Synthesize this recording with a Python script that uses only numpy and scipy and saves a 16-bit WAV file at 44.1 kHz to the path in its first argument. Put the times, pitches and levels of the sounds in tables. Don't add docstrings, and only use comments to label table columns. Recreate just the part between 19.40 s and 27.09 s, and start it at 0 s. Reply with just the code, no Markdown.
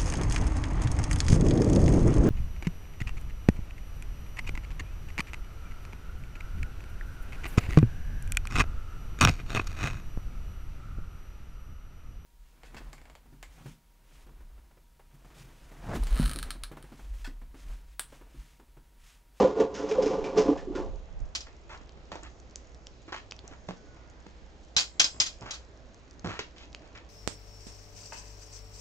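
import sys
import numpy as np
from scipy import signal
from scipy.fft import rfft, irfft
from scipy.io import wavfile
from scipy.ndimage import uniform_filter1d

SR = 44100
rng = np.random.default_rng(int(sys.argv[2]) if len(sys.argv) > 2 else 0)


def unload_audio(sound):
    columns = np.transpose(np.atleast_2d(sound))
    steps = np.round(np.clip(columns, -1, 1) * 32767)
    wavfile.write(sys.argv[1], SR, steps.astype(np.int16))


N = 339129
T = np.arange(N) / SR

# (time [s], level [dB])
DRAG_LEVELS = [(0.0, -17), (0.142, -39.5), (0.212, -25.5), (0.292, -43), (0.662, -31.5), (0.942, -39.5),
               (0.988, -23.5), (1.04, -33), (1.102, -29.5), (1.182, -42), (1.296, -52), (1.392, -35),
               (1.7, -75.5)]
# (pitch [Hz], width [Hz], level [dB])
BODY_NOTES = [(192, 57, -10.5), (289.7, 15, -1), (387, 53, -5), (433.2, 12.8, 3.5), (531.8, 21, 1),
              (666, 29, -9.5), (672, 38, -5.5), (909, 54, -13.5), (998, 21, -10), (1172, 130, -20),
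              (1427, 15, -20)]
# (frequency [Hz], level [dB])
SCRAPE_TONE = [(760, -42.5), (1300, -1), (1390, -1.5), (2370, -5.5), (2780, -3.5), (4340, -9.5), (5210, -8),
               (7000, -10.5), (9100, -42), (15400, -120)]
# (time [s], level [dB], fade time [s], favoured pitch [Hz])
RIM_CATCHES = [(0.199, -45.5, 0.11, 1750), (0.341, -52.5, 0.4, 5800), (.347, -56, 0.99, 1360),
               (0.489, -51.5, 0.16, 5630), (0.5107, -46, 0.14, 2300), (0.621, -48, 0.39, 5300),
               (0.658, -54.5, 0.25, 2300), (0.841, -49, 0.24, 2300), (0.9733, -36.5, 0.21, 5200),
               (1.1734, -53, 0.22, 1790), (1.35, -48.5, 0.2, 1450)]
# (pitch [Hz], width [Hz], level [dB])
RIM_NOTES = [(1400, 110, 15), (1750, 120, 14), (2350, 140, 15), (5150, 200, 12), (5800, 170, 12),
             (6400, 170, 14)]
def vessel_drag():
    stop = np.clip((DRAG_LEVELS[-1][0] - T) / 0.081, 0, 1)
    slips = grains(per_s=3000, spread_db=1.8)
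    body = unit(sum((-1) ** k * undb(db) * band(slips, hz, width)
                    for k, (hz, width, db) in enumerate(BODY_NOTES)))
    hiss = unit(colour(grains(6000, 0.54), SCRAPE_TONE))
    out = stop * loudness(DRAG_LEVELS) * (body + undb(-24) * hiss)
    for s, db, fade_s, favoured_hz in RIM_CATCHES:
        at, envelope = swell(s, 0.0018, fade_s)
        rings = 0
        for hz, width, note_db in RIM_NOTES:
            octaves_away = np.log2(hz / favoured_hz)
            rings += undb(note_db - 6.7 * (octaves_away / 0.22) ** 2) * band(hiss[at], hz, width)
        out[at] += undb(db) * envelope * (1.3 * hiss[at] + rings)
    return out


# (time [s], level [dB], favoured pitch [Hz], deep note's relative level [dB])
VESSEL_BUMPS = [(0.014, -21.5, 434, -15.5), (0.045, -14.5, 511, -32), (0.167, -23.5, 434, -18),
                (0.201, -17.5, 434, -10.5), (0.239, -24, 434, -11.5), (0.393, -35, 495, -1.5),
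                (0.435, -28.5, 434, -11), (0.512, -22.5, 434, -20), (0.583, -17, 511, -35),
                (0.623, -30.5, 514, -19), (0.659, -20.5, 434, -5), (0.707, -29.5, 511, -19),
                (0.779, -26, 434, -26), (0.973, -25, 434, -18), (0.994, -38, 434, -9),
                (1.054, -34.5, 511, 6), (1.085, -21, 434, 3), (1.11, -26.5, 434, 6.5),
                (1.272, -33, 368, -5), (1.298, -31.5, 370, -1), (1.352, -30, 366, -3),
                (1.384, -33.5, 365, -5)]
def vessel_bumps():
    out = np.zeros(N)
    for s, db, favoured_hz, deep_db in VESSEL_BUMPS:
        at, envelope = swell(s, rise_s=0.0036, fade_s=0.091, hold_s=0.0072)
        turn = 2 * np.pi * (T[at] - s)
        rings = sum(np.exp(-((hz - favoured_hz) / 35) ** 2) * np.sin(hz * turn)
                    for hz in (367, 435.5, 517))
        out[at] += undb(db) * envelope * (rings + undb(deep_db) * np.sin(295.6 * turn))
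    return out


# (time [s], level [dB], clash fade time [s], boosted pitch [Hz])
TONG_CLANKS = [(1.95, -16.5, 0.12, 4560), (2.005, -34, 0.17, 5030), (5.365, -7.5, 0.14, 3940),
               (5.3808, -15, 0.18, 6400), (5.4065, -23, 0.15, 5030), (5.596, -2.5, 0.051, 3570),
               (5.613, -10, 0.14, 5800), (5.6417, -15, 0.14, 4630), (5.8006, -9, 0.097, 5050),
               (5.814, -18.5, 0.24, 6600), (5.862, -25, 0.15, 4300), (6.108, -24.5, 0.16, 3300),
               (6.137, -31.5, 0.19, 3900)]
# (pitch [Hz], level [dB], fade time before damping [s])
TONG_NOTES = [(2300, -14, .17), (3240, -12, .12), (3360, -10, .19), (3640, -12, .2), (3924, -13, .25),
              (4035, -10, .2), (4160, -13, .19), (4620, -13, .25), (5010, -8, .2), (5052, -5, .12),
              (5206, -11, .16), (5680, -8, .2), (5720, -3, .13), (5900, -6, .17), (6290, -5, .13),
              (6492, -10, .17), (6686, -3, .1), (6890, -12, .2), (7230, -17, 1.4), (11200, -17, .6)]
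# (frequency [Hz], level [dB])
CLASH_TONE = [(180, -52), (300, -16), (366, -27.5), (688, -17.5), (1520, -16.5), (2280, -18.5),
              (2570, -11.5), (5380, -10.5), (5670, -16.5), (7000, -9.5), (9100, -34), (15400, -120)]
def tongs(damping=0.49):
    notes, clash_level = np.zeros((2, N))
    rattle = grains(3500, 0.37)
    shares_db = 4 * rng.standard_normal((len(TONG_CLANKS), len(TONG_NOTES)))
    for (s, db, fade_s, boosted_hz), shares in zip(TONG_CLANKS, shares_db):
        at, envelope = swell(s, 0.00035, fade_s, hold_s=0.009)
        clash_level[at] += undb(db) * envelope
        at, envelope = swell(s, 0.00059, 0.58)
        hits = envelope ** 30 * rattle[at]
        for (hz, note_db, ring_s), share_db in zip(TONG_NOTES, shares):
            boost_db = 8 * np.exp(-((hz - boosted_hz) / 500) ** 2)
            notes[at] += undb(db + note_db + share_db + boost_db) * ring(hits, hz, damping * ring_s)
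    weak_hz = rng.uniform(1200, 8000, 60)
    clashes = []
    for k in range(3):
        noise = colour(grains(12000, 1.0), CLASH_TONE)
        shimmer = sum(band(noise, hz, 32) for hz in weak_hz[k::3])
        clashes.append(clash_level * unit(noise + 1.67 * shimmer))
    shared, left, right = clashes
    notes -= band(notes, 600, 1700)
    placed = stereo(undb(-34.5) * notes + undb(-15) * shared, lag=8.6, left_db=-.3)
    return placed + undb(-14.5) * np.array([left, right])


# (time [s], crunch level [dB], crunch pitch [Hz], thud level [dB],
# thud pitch [Hz], press length [s])
FOOTSTEPS = [(2.067, -55, 1160, -60, 302, 0), (2.294, -51.5, 990, -56, 377, 0.052),
             (2.41, -65, 900, -55, 202, 0), (2.569, -69.5, 556, -54, 218, 0.16),
             (2.717, -42, 830, -43.5, 190, 0.0034), (2.753, -59.5, 695, -44.5, 306, 0.04),
             (2.828, -58.5, 1360, -48, 315, 0.042), (3.679, -57.5, 1160, -43.5, 330, 0.017),
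             (3.721, -44, 1200, -42.5, 360, 0.023), (3.762, -55.5, 2140, -50, 355, 0.015),
             (4.04, -62, 666, -49, 409, 0.055), (4.111, -58, 950, -49.5, 280, 0.026),
             (4.285, -53, 670, -36, 186, 0.019), (4.566, -62, 724, -71, 298, 0.0029),
             (4.862, -84, 960, -49.5, 200, .01), (5.742, -71, 800, -53, 106, .01),
             (6.015, -56.5, 830, -45.5, 117, 0.083), (6.058, -58.5, 1200, -46, 270, 0.09),
             (6.843, -53, 885, -32, 169, 0), (6.857, -54.5, 950, -41, 96.6, 0.01),
             (6.885, -50.5, 1300, -45.5, 94, 0.079), (6.991, -38, 2400, -34, 430, 0),
             (7.162, -60, 2640, -62, 97, 0.077), (7.413, -65, 600, -52, 299, 0.072),
             (7.55, -56, 1710, -59, 97, 0.027)]
def footsteps():
    coarse = grains(3500, 1.1)
    crunch = unit(band(coarse, 1600, 2140))
    grit = unit(band(grains(6700, 7.8), 3000, 3600))
    lumps = unit(band(grains(600, 0.96), 206, 350))
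    sand = 0.71 * crunch + undb(-10) * grit
    out = np.zeros(N)
    for s, db, hz, thud_db, thud_hz, press_s in FOOTSTEPS:
        at, envelope = swell(s, 0.0005, 0.12, press_s)
        own_crunch = unit(band(band(coarse[at], hz, 0.94 * hz), hz, 2.2 * hz))
        out[at] += undb(db) * envelope * (sand[at] + own_crunch)
        at, envelope = swell(s, 0.0024, 21 / thud_hz)
        thud = 0.83 * lumps[at] - np.sin(2 * np.pi * thud_hz * (T[at] - s))
        out[at] += undb(thud_db) * envelope * thud
    return out


# (time [s], level [dB], pitch [Hz])
PAPER_SNAPS = [(2.376, -43, 4780), (2.4935, -38, 3270), (2.7218, -34.5, 3640), (2.7547, -39.5, 6050),
               (2.8333, -36, 5560), (3.0006, -43, 5850), (3.1103, -44, 6110), (3.1579, -26, 5600),
               (3.3462, -45, 5800), (3.4693, -30.5, 4460), (3.762, -32, 2950), (3.911, -27, 4370),
               (3.9215, -21, 2750), (3.9649, -44, 5060), (3.991, -32.5, 3400), (4.0782, -32.5, 6900),
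               (4.6993, -45, 6800), (4.8685, -48, 5970), (6.01, -36, 6000), (6.024, -42, 3280),
               (6.545, -46, 7000), (6.7105, -43, 5500), (6.795, -35, 5100), (7.1826, -35.5, 3600),
               (7.3292, -39, 4280), (7.3478, -22, 2900), (7.5762, -35.5, 2780)]
def flame(ticks_per_s=50, length=400):
    when, softness, pitch = rng.random((int(ticks_per_s * N / SR), 3)).T
    ticks = np.c_[when * T[-1], -52 - 9 * softness, 3500 + 4000 * pitch]
    bursts = np.vstack([PAPER_SNAPS, ticks])
    out, click = np.zeros(N + length), signal.unit_impulse(length)
    thin_noise = np.diff(rng.standard_normal((len(bursts), length + 1)))
    splinters = thin_noise * undb(-60 * T[:length] / .007)
    for (s, db, hz), splinter in zip(bursts, splinters):
        crack = band(band(splinter, hz, 0.84 * hz), hz, 0.9 * hz)
        out[int(s * SR):][:length] += undb(db) * (0.93 * ring(click, hz, 3 / hz) + 1.78 * crack)
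    return out[:N]


# (frequency [Hz], level [dB])
SHED_TONE = [(26, -30), (45, -4.5), (70, -8), (87, -15), (283, -19.5), (328, -17), (364, -21.5), (489, -18),
             (532, -18), (731, -23), (1290, -28.5), (7000, -40.5), (9100, -70), (15400, -120)]
# (frequency [Hz], likeness [0 to 1])
SHED_LIKENESS = [(60, 1), (120, 1), (240, 0.77), (490, 1), (980, 0.097), (1960, 0.13), (3930, 0.19),
                 (7900, 0.49)]
def shed_noise():
    out = 0
    for hz in 50 * 2 ** np.arange(0, 7.6, 1 / 3):
        alike = min(look_up(SHED_LIKENESS, hz), .99)
        mid, side = band(band(rng.standard_normal((2, N)), hz, hz / 3), hz, hz / 3)
        pair = np.sqrt(1 + alike) * mid + np.sqrt(1 - alike) * np.array([side, -side])
        out += undb(look_up(SHED_TONE, hz) + 1.2 * wander(6)) * pair
    return undb(-56.5) * unit(out)


def mains_hum(hz=59.5):
    level = undb(-56.5 + 0.79 * wander(9.5))
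    return level * np.sin(2 * np.pi * np.cumsum(hz + 0.59 * wander(20)) / SR)


# (time [s], left level [dB])
RUMBLE_LEVELS = [(0.0, -58), (0.19, -65.5), (0.62, -54.5), (1.56, -43), (1.63, -52.5), (1.82, -40),
                 (1.95, -58), (3.6, -61.5), (7.69, -62.5)]
def rumble():
    sides = [undb(db) * unit(band(band(rng.standard_normal(N), 29, 39), 29, 39)) for db in (0, 4)]
    return loudness(RUMBLE_LEVELS) * np.array(sides)


def whistle(start_s=4.36, length_s=.38, hz=1510, fall_hz_per_s=270):
    at, envelope = swell(start_s, 0.0092, 3.1)
    t, out = T[at] - start_s, np.zeros(N)
    level = undb(-69.5 + 2.9 * wander(24.7)[at]) * envelope * (t < length_s)
    out[at] = level * np.sin(2 * np.pi * t * (hz - fall_hz_per_s * t / 2))
    return out


def wall_echo(x, fade_s=.25):
    t = T[:SR // 2]
    tail = rng.standard_normal((2, len(t))) * undb(-60 * t / fade_s) * (t > .004)
    tail /= np.sqrt(np.sum(tail ** 2) / 2)
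    return undb(-12) * signal.fftconvolve(x[None], tail, axes=1)[:, :N]


def undb(db):
    return 10 ** (np.asarray(db) / 20)


def unit(x):
    return x / np.sqrt(np.mean(x ** 2))


def loudness(table):
    return undb(np.interp(T, *np.transpose(table)))


def look_up(table, hz, top_hz=7000):
    frequencies, values = np.transpose(table)
    return np.interp(np.log(np.minimum(hz, top_hz) + 1), np.log(frequencies + 1), values)


def colour(x, table, top_hz=7000):
    gain_db = look_up(table, np.linspace(0, SR / 2, 2049), top_hz)
    cepstrum = irfft(gain_db * np.log(10) / 20)
    cepstrum[1:2048] *= 2
    cepstrum[2049:] = 0
    return signal.lfilter(irfft(np.exp(rfft(cepstrum)))[:512], [1], x)


def band(x, hz, width_hz):
    return signal.lfilter(*signal.iirpeak(min(hz, .45 * SR), hz / width_hz, fs=SR), x)


def ring(x, hz, fade_s):
    pole = np.exp(2j * np.pi * hz / SR - np.log(1000) / (fade_s * SR))
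    return signal.lfilter([1], [1, -pole], x).imag


def wander(per_s):
    hold = int(SR / per_s)
    levels = np.repeat(rng.standard_normal(N // hold + 1), hold)
    return 2.08 * uniform_filter1d(uniform_filter1d(levels, hold), hold)[:N]


def grains(per_s, spread_db):
    clicks = (rng.random(N) < per_s / SR) * rng.standard_normal(N)
    return unit(clicks * undb(spread_db * rng.exponential(size=N)))


def swell(start_s, rise_s, fade_s, hold_s=0):
    held_until = rise_s + hold_s
    at = slice(int(start_s * SR), min(N, int((start_s + held_until + fade_s) * SR)))
    t = T[at] - T[at][0]
    return at, np.minimum(np.minimum(t / rise_s, 1), undb(-60 * (t - held_until) / fade_s))


def stereo(x, lag, left_db):
    late = np.interp(np.arange(N) - lag, np.arange(N), x)
    return np.array([undb(left_db / 2) * x, late / undb(left_db / 2)])


def scene():
    vessel = vessel_drag() + vessel_bumps()
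    metal, feet, fire = tongs(), footsteps(), flame()
    direct = stereo(vessel, 0.12, -1.3) + metal + stereo(feet, 5.47, -2.9) + stereo(fire, 0.16, -1.5)
    echo = wall_echo(undb(-11) * vessel + metal.mean(0) + undb(5.5) * feet + fire)
    steady, low = shed_noise() + mains_hum(), rumble()
    balance = np.array([[.85], [1.1]])
    return direct + echo + balance * (steady + whistle()) + low


# (frequency [Hz], gain [dB])
MIC_TONE = [(20, 3.5), (6900, 2.5), (7500, -3), (8200, -12.5), (8700, -26), (10500, -24), (14000, -43.5)]
def record(dry):
    mid = (dry[0] + dry[1]) / 2
    side = signal.lfilter(*signal.butter(2, 6500, fs=SR), dry[0] - dry[1]) / 2
    coloured = colour(np.array([mid + side, mid - side]), MIC_TONE, top_hz=SR)
    return signal.sosfilt(signal.ellip(8, .2, 70, 14500, fs=SR, output="sos"), coloured)


dry = scene()
out = record(dry)
unload_audio(out)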